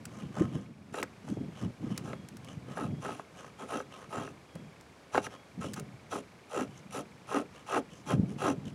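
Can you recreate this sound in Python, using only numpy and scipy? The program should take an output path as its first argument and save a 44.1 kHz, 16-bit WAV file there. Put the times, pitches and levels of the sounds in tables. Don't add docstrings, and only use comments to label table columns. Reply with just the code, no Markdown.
import sys
import numpy as np
from scipy import signal
from scipy.fft import rfft, irfft
from scipy.io import wavfile
from scipy.ndimage import uniform_filter1d

SR = 44100
rng = np.random.default_rng(int(sys.argv[2]) if len(sys.argv) > 2 else 0)


def to_wav(sig):
    pcm = np.clip(np.atleast_2d(sig), -1, 1) * 32767
    pcm = np.round(pcm).astype(np.int16)
    wavfile.write(sys.argv[1], SR, pcm.T)


N = 385434
TIME = np.arange(N) / SR

# start/s, swell/s, taper/s, stick rasp/dB, block knock/dB, edge hiss/dB (relative)
STROKES = [(0.929, 0.063, 0.033, -39.5, -37, -54.5), (2.038, 0.044, 0.079, -48, -42.5, -64),
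           (2.748, 0.049, 0.097, -38, -36.5, -60), (3.008, 0.046, 0.17, -43, -41, -58.5),
           (3.581, 0.033, 0.06, -43.5, -41.5, -61.5), (3.675, .055, 0.099, -37.5, -34.5, -54.5),
           (4.096, 0.058, 0.17, -40, -37, -58.5), (5.125, 0.033, 0.056, -35, -47, -54),
           (5.221, 0.031, 0.028, -46.5, -61, -52), (5.607, 0.016, 0.061, -42.5, -34.5, -57.5),
           (5.759, 0.0085, 0.048, -42.5, -37.5, -57.5), (6.104, 0.035, 0.076, -38.5, -34, -53),
           (6.499, 0.082, 0.078, -34.5, -30.5, -53), (6.913, .053, .062, -39.5, -35.5, -52.5),
           (7.276, 0.073, 0.081, -33, -29, -52.5), (7.669, 0.091, 0.046, -30, -30.5, -50),
           (8.061, 0.058, .04, -35, -31.5, -51.5), (8.384, 0.084, 0.069, -31, -27, -50)]
# f/Hz, width/Hz, gain/dB
STICK_MODES = [(786, 123, -6), (872, 33, 0.5), (1057, 58, -4), (1208, 90, -2.5), (1293, 62.5, 3),
               (1646, 32, -7.5), (1854, 120, -18), (2590, 48, -28), (2720, 39, -13.5), (3100, 140, -21.5)]
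BLOCK_MODES = [(248, 53, -0.5), (281.7, 52, 2), (410.8, 17, 4.5), (486, 42, -6), (519.6, 22, -1),
               (578, 44, -3.5), (701, 39, -7)]
# f/Hz, level/dB
FIBRE_SPECTRUM = [(200, -16.5), (500, 5), (900, -5.5), (1500, -1.5), (2200, -15), (3300, -21), (4800, -26),
                  (12000, -45)]
EDGE_SPECTRUM = [(1000, -35), (2500, 11.5), (4700, -0.5), (5900, 6.5), (7500, 1.5), (8300, -3.5),
                 (9600, 4.5), (11000, -17), (12500, -18), (16000, -19)]


def cutting(grain_db=1.0):
    # f/Hz, width/Hz, gain/dB
    blade_modes = [(2704, 220, 17), (3220, 66, 16), (3880, 115, 10.5), (5940, 280, 12), (7170, 390, 9.5),
                   (9300, 440, 6), (10400, 130, -11), (10620, 470, 6)]
    table_modes = [(105, 81, -10.5), (162, 33, -0.5), (213, 22, 6.5)]
    rasp_db, knock_db, hiss_db = np.transpose(STROKES)[3:]
    rasp = push(rasp_db, light_db=26, shape=2.04, release_s=0.0099)
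    knock = push(knock_db, light_db=19, shape=2.02, release_s=0.02, lag_s=0.024)
    hiss = push(hiss_db, light_db=13.5, shape=2.6, release_s=0.0017, lag_s=-0.004)
    thrum = push(knock_db, light_db=28, shape=1.14, release_s=0.013, lag_s=0.021)
    grain = from_db(grain_db * drift(35))
    rasp, knock, hiss = rasp * grain, knock * grain, hiss * np.sqrt(grain)
    chatter = fractures(per_s=1000, spread_db=4, clump_db=6)
    stick = from_db(-2) * rasp * steady(through(chatter, ringing(STICK_MODES)), size=1800)
    block = from_db(-7) * knock * steady(through(chatter, ringing(BLOCK_MODES)), size=1100)
    table = from_db(-13) * thrum * steady(through(chatter, ringing(table_modes)), size=1800)
    tearing = rasp * fractures(per_s=1800, spread_db=5, clump_db=9)
    fibres = from_db(-7.5) * through(tearing, response(FIBRE_SPECTRUM))
    wood = curl(lowpass(stick + block, 3700, order=4) + fibres)
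    fine_tearing = hiss * fractures(per_s=6400, spread_db=7, clump_db=-1)
    edge = from_db(1.5) * through(fine_tearing, response(EDGE_SPECTRUM))
    blade = from_db(2) * steel(hiss * fractures(per_s=6900, spread_db=-0.5, clump_db=6), blade_modes)
    return wood + table + edge + blade


def push(levels_db, light_db, shape, release_s, lag_s=0):
    gain = np.zeros(N)
    for (start, swell, taper, *_), db in zip(STROKES, levels_db):
        near = slice(int((start - 0.1) * SR), int((start + swell + taper + 0.15) * SR))
        t = TIME[near] - start - lag_s
        off_peak = np.interp(t, [0, swell, swell + taper], [1, 0, 1])
        outside_s = np.maximum(np.maximum(-t, t - swell - taper), 0)
        gain[near] += from_db(db - light_db * off_peak ** shape) * np.exp(-outside_s / release_s)
    return gain


def fractures(per_s, spread_db, clump_db):
    breaks = rng.random(N) < per_s / SR
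    clicks = breaks * from_db(spread_db * rng.standard_normal(N)) * rng.choice([-1, 1], N)
    return steady(clicks * from_db(clump_db * drift(220)), size=800)


def curl(x, start_hz=740, end_hz=120, q=2.4, growth_swells=2.09, size=128):
    pitch_hz = np.full(N, float(end_hz))
    for start, swell, *_ in STROKES:
        at = int(start * SR)
        grown = np.minimum(TIME[:N - at] / (growth_swells * swell), 1)
        pitch_hz[at:] = start_hz * (end_hz / start_hz) ** grown
    out, state = np.zeros(N), np.zeros(2)
    for at, hz in zip(range(0, N, size), pitch_hz[::size]):
        r = np.exp(-np.pi * hz / q / SR)
        feedback = [1, -2 * r * np.cos(2 * np.pi * hz / SR), r * r]
        out[at:at + size], state = signal.lfilter([r, -2 * r, r], feedback, x[at:at + size], zi=state)
    return out


def steel(force, modes):
    shares = unit_energy(np.array([from_db(db) * np.sqrt(width) for _, width, db in modes]))
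    swells = [rms_one(from_db(5 * np.clip(drift(18), -1.5, 1.5))) for _ in modes]
    ring = sum(share * through(force * swell, ringing([mode], size=1024))
               for share, swell, mode in zip(shares, swells, modes))
    return lowpass(ring, 11500, order=6)


def sliding():
    # start/s, length/s, rasp/dB, hiss/dB (relative)
    passes = [(0.046, .26, -59.5, -69.5), (0.312, .172, -48.5, -61.5), (0.42, .276, -57, -65),
              (1.222, .158, -60, -64), (1.51, .187, -53, -64), (1.797, .295, -54, -62),
              (2.396, .19, -58, -68), (2.653, .11, -52.5, -66), (3.321, .19, -52, -65),
              (3.897, .17, -52.5, -64.5), (5.296, .074, -53, -64), (5.62, 0.15, -60, -60),
              (6.66, .196, -71, -70.5), (7.49, .157, -58, -71), (7.89, .142, -62, -66.5),
              (8.275, .078, -58.5, -63), (8.64, .073, -65, -64)]
    # f/Hz, width/Hz, gain/dB
    rub_modes = [(1046, 24, 13.5), (1280, 40, 17), (1560, 190, -1)]
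    flat_modes = [(3000, 400, 12.5), (3830, 160, -9), (5420, 410, 0), (6170, 630, 4), (7400, 370, -6),
                  (9060, 560, -6)]
    rasp, hiss = np.zeros(N), np.zeros(N)
    for start_s, length_s, rasp_db, hiss_db in passes:
        touch = np.sqrt(np.hanning(int(length_s * SR)))
        add(rasp, start_s, from_db(rasp_db) * touch)
        add(hiss, start_s, from_db(hiss_db) * touch)
    rub = fractures(per_s=10000, spread_db=4, clump_db=4.5) * from_db(2.5 * drift(45))
    body = from_db(-6.5) * ringing(rub_modes) + from_db(-0.1) * response(FIBRE_SPECTRUM)
    wood = through(rasp * rub, body)
    flat = from_db(4.7) * steel(hiss * rub * rng.choice([-1, 1], N), flat_modes)
    edge = from_db(-12) * through(hiss * rub * rng.choice([-1, 1], N), response(EDGE_SPECTRUM))
    return wood + flat + edge


def knocks(decay_cycles=1.4, crunch_s=0.0032, size=4096):
    # t/s, relative peak/dB, f/Hz
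    catches = [(0.37, -38.5, 824), (0.943, -34, 667), (1.028, -27.5, 2100), (1.039, -41, 1500),
               (1.28, -47, 860), (2.132, -36, 550), (2.772, -35, 730), (3.057, -34, 1330),
               (3.091, -33, 740), (3.196, -37, 970), (3.445, -45, 1030), (3.802, -35, 525),
               (4.127, -40.5, 905), (4.277, -42.5, 1620), (4.558, -44.5, 565), (5.147, -25.5, 1030),
               (5.155, -26.5, 1410), (5.178, -18, 770), (5.267, -34.5, 1670), (6.127, -34.5, 1320)]
    out, t = np.zeros(N), TIME[:size]
    body = lowpass(from_db(-5.5) * ringing(STICK_MODES) + from_db(-4) * ringing(BLOCK_MODES), 3000, 2)
    for s, db, hz in catches:
        burst = rng.standard_normal(size) * np.exp(-t / crunch_s)
        crunch = through(burst, response(FIBRE_SPECTRUM))[:size]
        thud = np.sin(2 * np.pi * hz * t) * t * np.exp(-2 * t * hz / decay_cycles)
        blow = unit_energy(thud) + body + from_db(-2) * unit_energy(crunch)
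        add(out, s, from_db(db + 8) * blow / np.abs(blow).max())
    return out


def snaps(crack_s=0.0021, tail_s=0.0061, tail_db=-15, size=1400):
    # t/s, peak/dB
    breaks = [(0.054, -31), (1.0154, -43), (1.0298, -26), (1.301, -43), (1.9771, -24.5), (2.287, -38),
              (2.369, -41), (2.4465, -41.5), (4.554, -42.5), (4.81, -44), (5.7347, -30), (5.7399, -28),
              (5.7972, -32.5)]
    # f/Hz, level/dB
    spectrum = [(300, -49), (1500, 6.5), (2600, -0.5), (4000, -0.5), (6500, 4.5), (10000, -0.5),
                (13000, -8), (16000, -11)]
    out, t = np.zeros(N), TIME[:size]
    decay = np.exp(-t / crack_s) + from_db(tail_db) * np.exp(-t / tail_s)
    for s, db in breaks:
        crack = through(rng.standard_normal(size) * decay, response(spectrum))
        add(out, s, from_db(db) * crack / np.abs(crack).max())
    return out


def yard(x, t60_s=0.17, wet_db=-15, size=16384):
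    t = TIME[:size]
    tail = unit_energy(rng.standard_normal(size) * from_db(-60 * t / t60_s) * (t > 0.005))
    return x + from_db(wet_db) * through(lowpass(x, 3000, order=1), tail)


def rumble(lump_db=3, upper_growth=1.54):
    # t/s, level/dB
    levels = [(0.0, -51), (0.36, -45.5), (0.41, -25.5), (0.51, -44.5), (0.56, -29.5), (0.63, -51),
              (1.22, -58), (1.31, -36), (1.6, -51.5), (1.65, -33), (1.75, -58.5), (1.85, -40), (2.43, -52),
              (2.94, -39), (3.21, -60), (4.16, -57.5), (4.18, -41.5), (4.53, -72), (4.55, -46.5),
              (5.11, -77), (5.16, -41), (5.47, -72), (5.6, -41.5), (6.52, -67.5), (6.6, -49.5),
              (7.16, -56.5), (8.03, -56.5), (8.15, -28.5), (8.3, -40), (8.74, -44.5)]
    # f/Hz, level/dB
    deep_spectrum = [(25, -56.5), (50, -10), (80, -6), (130, 4), (200, 2), (300, -8), (450, -23.5),
                     (800, -33.5), (6000, -93)]
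    upper_spectrum = [(80, -38.5), (200, 6.5), (320, 1), (520, -8.5), (800, -17.5), (1400, -40.5),
                      (9000, -91)]
    level_db = np.interp(TIME, *np.transpose(levels)) + lump_db * drift(55)
    deep = from_db(level_db - 0.27) * steady(noise(deep_spectrum), size=2200)
    upper_db = -55 + upper_growth * (np.minimum(level_db, -38) + 46)
    return deep + from_db(upper_db) * noise(upper_spectrum)


def eddies(width_s=0.0036, wander=0.23, size=4096):
    # t/s, relative peak/dB, f/Hz
    hits = [(0.268, -30, 132), (0.411, -12, 161), (0.417, -9.5, 265), (0.56, -25.5, 160),
            (1.301, -25.5, 261), (1.324, -17.5, 223.3), (1.374, -25, 333), (1.413, -19.5, 236),
            (1.661, -17, 199.6), (1.847, -21.5, 196.4), (1.921, -22, 189.6), (2.576, -24.5, 157.6),
            (2.926, -24, 164), (2.979, -28, 170.4), (4.561, -31, 170.7), (5.604, -29.5, 126),
            (5.828, -28, 137.5), (8.152, -12, 183.3), (8.197, -9.5, 170), (8.235, -16, 182)]
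    out, t = np.zeros(N), TIME[:size] - size / 2 / SR
    for s, db, hz in hits:
        uneven = rms_one(uniform_filter1d(uniform_filter1d(rng.standard_normal(size), 90), 90))
        phase = 2 * np.pi * np.cumsum(hz * np.exp(wander * uneven)) / SR
        add(out, s + t[0], from_db(db - 6.5) * np.sin(phase) / np.cosh(t / width_s))
    return out


def bird(hz=3300, level_db=-67.5, first_s=0.58, every_s=0.8, width_s=0.11, count=7):
    notes = sum(np.exp(-((TIME - first_s - k * every_s) / width_s) ** 2) for k in range(count))
    pitch_hz = hz * from_db(0.065 * drift(44))
    return from_db(level_db) * notes * np.sin(2 * np.pi * np.cumsum(pitch_hz) / SR)


def insect(hz=2250, width_hz=420, per_s=27, level_db=-63, tick_s=0.0061, size=1024):
    tick = np.exp(-((TIME[:size] - size / 2 / SR) / tick_s) ** 2)
    ticks, s = np.zeros(N), 0
    while s < TIME[-1]:
        gap, loudness = rng.standard_normal(2)
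        add(ticks, s, from_db(level_db + 2 * loudness) * tick)
        s += from_db(1.3 * gap) / per_s
    resonance = ringing([(hz, width_hz, 0)])
    buzz = through(through(rng.standard_normal(N), resonance), resonance)
    return ticks * steady(buzz, size=400)


def air(level_db=-56.5):
    # f/Hz, level/dB
    spectrum = [(30, -36), (60, 6.5), (130, -0.5), (400, 0.5), (1100, -5.5), (1800, -9.5), (3200, -15),
                (6000, -19.5), (11000, -27.5), (16000, -44)]
    return from_db(level_db) * noise(spectrum)


def from_db(db):
    return 10 ** (np.asarray(db) / 20)


def rms_one(x):
    return x / np.sqrt(np.mean(x ** 2) + 1e-20)


def unit_energy(x):
    return x / np.sqrt(np.sum(x ** 2))


def steady(x, size):
    return x / np.sqrt(np.maximum(uniform_filter1d(x ** 2, size), 0) + 1e-5)


def drift(per_s):
    knots = rng.standard_normal(N // 8)
    return rms_one(np.interp(TIME * per_s, np.arange(len(knots)), knots))


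def response(spectrum, size=4096):
    hz, db = np.transpose(spectrum)
    grid_hz = np.maximum(np.linspace(0, SR / 2, size // 2 + 1), 1)
    gain = from_db(np.interp(np.log(grid_hz), np.log(hz), db))
    cepstrum = irfft(np.log(gain))
    return unit_energy(irfft(np.exp(rfft(2 * cepstrum[:size // 2], size))))


def ringing(modes, size=4096):
    out, t = np.zeros(size), TIME[:size]
    for k, (hz, width_hz, db) in enumerate(modes):
        envelope = from_db(db) * width_hz * np.exp(-np.pi * width_hz * t)
        out += (-1) ** k * envelope * np.cos(2 * np.pi * hz * t)
    return unit_energy(out)


def through(x, impulse):
    return signal.oaconvolve(x, impulse)[:N]


def noise(spectrum):
    return through(rng.standard_normal(N), response(spectrum))


def lowpass(x, hz, order):
    return signal.sosfilt(signal.butter(order, hz, fs=SR, output="sos"), x)


def add(track, start_s, sound):
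    at = max(int(start_s * SR), 0)
    track[at:at + len(sound)] += sound[:N - at]


def scene():
    hush = air()
    knife = yard(cutting() + sliding() + knocks() + snaps())
    lows = rumble() + eddies()
    lull = from_db(-5 * np.exp(-((TIME - 0.75) / 0.2) ** 2))
    return (knife + lows + lull * (hush + bird() + insect()))[None]


def record(dry, low_hz=68, top_hz=15900):
    thin = signal.sosfilt(signal.butter(3, low_hz, "high", fs=SR, output="sos"), dry)
    return signal.sosfilt(signal.ellip(10, 0.1, 80, top_hz, fs=SR, output="sos"), thin)


dry = scene()
out = record(dry)
to_wav(out)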